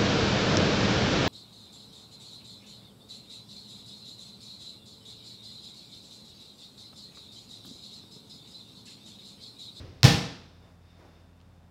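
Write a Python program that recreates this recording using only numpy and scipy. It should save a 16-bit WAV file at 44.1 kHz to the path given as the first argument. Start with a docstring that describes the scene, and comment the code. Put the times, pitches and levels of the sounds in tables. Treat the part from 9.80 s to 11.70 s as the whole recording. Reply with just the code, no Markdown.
"""Brick and timber room, tiled floor: a ball smacks once against a hard surface.
The contact gives a sharp slap with a brief buzz of the ball's skin. A hollow boom swells just
behind it; ball and room resonances and dense reflections ring for about half a second.
Around it: a low steady hum, air, faint hiss, an earlier sound dying away, tiny ticks, soft swishes."""
import sys
import numpy as np
from scipy import signal
from scipy.fft import rfft, irfft
from scipy.io import wavfile
from scipy.ndimage import uniform_filter1d

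SR = 44100
rng = np.random.default_rng(int(sys.argv[2]) if len(sys.argv) > 2 else 0)


def master_out(mix):
    """Clip the mix to full scale and print it as 16-bit PCM to the path in sys.argv[1]."""
    frames = np.transpose(np.atleast_2d(mix))
    ceiling = np.clip(frames, -1, 1)
    pcm = np.round(ceiling * 32767).astype(np.int16)
    wavfile.write(sys.argv[1], SR, pcm)


N = 83790

# hum partials: f/Hz, level/dB
HUM_PARTIALS = [(48.4, -66), (86.1, -58), (172.3, -66), (258.4, -72)]
# still air: f/Hz, density/dB
AIR_SPECTRUM = [(15, -31), (25, -17.5), (60, -8), (110, 1.5), (200, -5.5), (400, -14), (700, -13.5),
                (1700, -23), (2000, -27), (3600, -30.5), (15500, -44)]
# hiss: f/Hz, density/dB
HISS_SPECTRUM = [(1000, -13), (2700, -5), (3300, -12), (3600, 5), (3900, -10.5), (5200, -6), (6500, -23),
                 (12000, -32)]
# hiss envelope: t/s, level/dB
HISS_ENVELOPE = [(0, -68.5), (.85, -68.5), (.98, -76.5), (1.12, -65.5), (1.2, -72), (1.38, -68.5),
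                 (1.52, -77.5), (1.66, -75.5), (1.9, -80)]
# tail of an earlier sound: f/Hz, density/dB
TAIL_SPECTRUM = [(30, -13), (90, 4), (200, -13), (450, -12.5), (900, -26.5), (2000, -29.5), (5200, -31),
                 (7000, -46.5), (15000, -59)]
# ticks: t/s, level/dB, centre f/Hz
TICK_EVENTS = [(0.2089, -50.5, 4960), (0.2221, -56, 4830), (1.6030, -58, 4400), (1.6136, -54, 3200)]
# contact crack: f/Hz, level/dB
SLAP_SPECTRUM = [(100, -38.5), (500, -16), (1000, 2), (2500, -0.5), (3200, -5.5), (4200, 2), (5200, 7.5),
                 (6100, -7), (7300, -13), (9000, -24), (15000, -16.5)]
# first reflections of the slap: delay/s, level/dB
SLAP_ECHOES = [(.0089, -17.5), (.0120, -8.5), (.0197, -18.5), (.0277, -17), (.0404, -26.5)]
# ball and room resonances: f/Hz, level/dB
RING_MODES = [(80, -32.5), (110, -24.5), (139, -22), (168, -21.5), (224, -35), (275, -32.5), (303, -30),
              (470, -32), (501, -31.5), (585, -36), (685, -32), (792, -33), (812, -30.5), (1785, -30),
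              (2600, -39), (2659, -38), (3277, -37.5), (3639, -38), (3769, -39.5), (4769, -40.5),
              (5400, -40), (5631, -39.5)]
# reverberation: f/Hz, density/dB, T60/s
REVERB_BANDS = [(30, -26.5, 0.16), (59.5, -6.5, .55), (120, 3, .62), (220, -3, 0.66), (370, -13.5, 0.78),
                (750, -13, 0.6), (1202, -17.5, 0.75), (1925, -14.5, 0.57), (3540, -13.5, 0.64),
                (5375, -15, 0.58), (6600, -23, 0.56), (10000, -32.5, 0.45), (15500, -37, .34)]
# swishes: t/s, width/s, level/dB
SWISH_EVENTS = [(.87, 0.058, -62.5), (1.2, 0.019, -60), (1.255, 0.027, -61.5), (1.32, 0.093, -64)]
# swish: f/Hz, density/dB
SWISH_SPECTRUM = [(100, -15), (300, 7.5), (900, 1.5), (1400, -5.5), (2200, -7.5), (3500, -17),
                  (5000, -14.5), (8000, -27), (15000, -32)]

HIT_S = 0.2313


def undb(db):
    """Decibels to gain."""
    return 10 ** (np.asarray(db) / 20)


def lookup(points, hz, column=1):
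    """Table column interpolated over log frequency."""
    table = np.array(points, float)
    return np.interp(np.log(np.maximum(hz, 1)), np.log(table[:, 0]), table[:, column])


def noise(spectrum):
    """Coloured noise, unit RMS."""
    gain = undb(lookup(spectrum, np.fft.rfftfreq(N, 1 / SR)))
    x = irfft(rfft(rng.standard_normal(N)) * gain, N)
    return x / x.std()


def click(spectrum, size=2048):
    """Minimum-phase impulse with the given spectrum."""
    gain = undb(lookup(spectrum, np.fft.rfftfreq(size, 1 / SR)))
    cepstrum = irfft(np.log(gain))
    cepstrum[1:size // 2] *= 2
    cepstrum[size // 2 + 1:] = 0
    return irfft(np.exp(rfft(cepstrum)))


def decay(age_s, t60_s):
    """Unity until age zero, then exponential decay."""
    return np.exp(-np.log(1000) * np.maximum(age_s, 0) / t60_s)


def wander(rate_hz):
    """Slow random drift, spread near 1."""
    hold = int(SR / rate_hz)
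    steps = np.repeat(rng.standard_normal(N // hold + 1), hold)
    return uniform_filter1d(steps, hold)[:N]


def hum(t, waver_db=0.5):
    """Low partials, each wavering slightly in level."""
    out = np.zeros(N)
    for hz, db in HUM_PARTIALS:
        rms = undb(db + waver_db * wander(rate_hz=3.4))
        out += rms * np.sqrt(2) * np.sin(2 * np.pi * (hz * t + rng.random()))
    return out


def air(t, level_db=-59, waver_db=0.55):
    """Still air, plus a faint hiss that comes and goes."""
    hiss_db = np.interp(t, *np.array(HISS_ENVELOPE).T)
    hiss = noise(HISS_SPECTRUM) * undb(hiss_db)
    return hiss + noise(AIR_SPECTRUM) * undb(level_db + waver_db * wander(rate_hz=5))


def earlier_tail(t, level_db=-41):
    """An earlier sound dying away."""
    return undb(level_db) * noise(TAIL_SPECTRUM) * decay(t, t60_s=1)


def ticks(t, rise_s=0.00044, skirt_db=-17):
    """Tiny dry noise bursts, each with its own brightness."""
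    out = np.zeros(N)
    for at_s, db, hz in TICK_EVENTS:
        spectrum = [(hz / 8, -30), (hz / 2, skirt_db / 2), (hz, 0), (6800, skirt_db), (10000, -36)]
        attack = np.clip(1 + (t - at_s) / rise_s, 0, 1)
        out += undb(db) * noise(spectrum) * attack * decay(t - at_s, t60_s=0.008)
    return out


def slap(t, level_db=11.5, skin_db=-4):
    """Contact crack and first echoes, each with a brief buzz of the ball's skin."""
    skin = rng.standard_normal(N) * decay(t, t60_s=0.012)
    skin *= undb(skin_db) / np.linalg.norm(skin)
    skin[0] = 1  # contact impulse
    crack = signal.fftconvolve(skin, click(SLAP_SPECTRUM))
    direct = (0.00053, 0.0043)  # delay/s, level/dB
    arrivals = np.zeros(N)
    for delay_s, db in [direct, *SLAP_ECHOES]:
        arrivals[int((HIT_S + delay_s) * SR)] += undb(level_db + db)
    return signal.fftconvolve(arrivals, crack)[:N]


def boom(age_s, boom_hz=124.5, level_db=-4, peak_s=0.02072, rise_s=0.0084, fall_s=0.0083):
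    """A few low cycles swell and die; ball and room modes, struck by the blow, ring on."""
    past_peak_s = age_s - peak_s
    swell = np.exp(-np.abs(past_peak_s) / np.where(past_peak_s < 0, rise_s, fall_s))
    thump = undb(level_db) * swell * np.sin(2 * np.pi * boom_hz * past_peak_s) * (age_s > 0)
    ring = np.zeros(N)
    for k, (hz, db) in enumerate(RING_MODES):
        t60_s = 0.86 * lookup(REVERB_BANDS, hz, column=2)
        polarity = (-1) ** k
        ring += polarity * undb(db) * decay(past_peak_s, t60_s) * np.sin(2 * np.pi * hz * age_s)
    return -thump - ring * np.clip(age_s / peak_s, 0, 1)


def reverb(age_s, level_db=-17.5, gap_s=0.0057, build_s=0.005, hold_s=0.027, bands=24):
    """Dense reflections build, hold briefly and decay, each band at its own rate."""
    wash = rfft(noise(REVERB_BANDS))
    centres_hz = np.geomspace(REVERB_BANDS[0][0], REVERB_BANDS[-1][0], bands)
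    band_index = np.interp(np.fft.rfftfreq(N, 1 / SR), centres_hz, np.arange(bands))
    out = np.zeros(N)
    for k, hz in enumerate(centres_hz):
        triangle = np.maximum(1 - np.abs(band_index - k), 0)
        t60_s = lookup(REVERB_BANDS, hz, column=2)
        out += irfft(wash * triangle, N) * decay(age_s - hold_s, t60_s)
    return undb(level_db) * out * np.clip((age_s - gap_s) / build_s, 0, 1)


def swishes(t):
    """Soft movement: noise under Gaussian swells."""
    envelope = sum(undb(db) * np.exp(-0.5 * ((t - at_s) / width_s) ** 2)
                   for at_s, width_s, db in SWISH_EVENTS)
    return noise(SWISH_SPECTRUM) * envelope


def scene():
    """One blow and its reverberation over the quiet background, mono."""
    t = np.arange(N) / SR
    age_s = t - HIT_S
    background = hum(t) + air(t) + earlier_tail(t) + ticks(t)
    blow = slap(t) + boom(age_s) + reverb(age_s)
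    return (background + blow + swishes(t))[None]


def record(dry, cutoff_hz=15800):
    """Steep elliptic low-pass."""
    return signal.sosfilt(signal.ellip(8, 0.2, 70, cutoff_hz, fs=SR, output="sos"), dry)


dry = scene()
out = record(dry)
master_out(out)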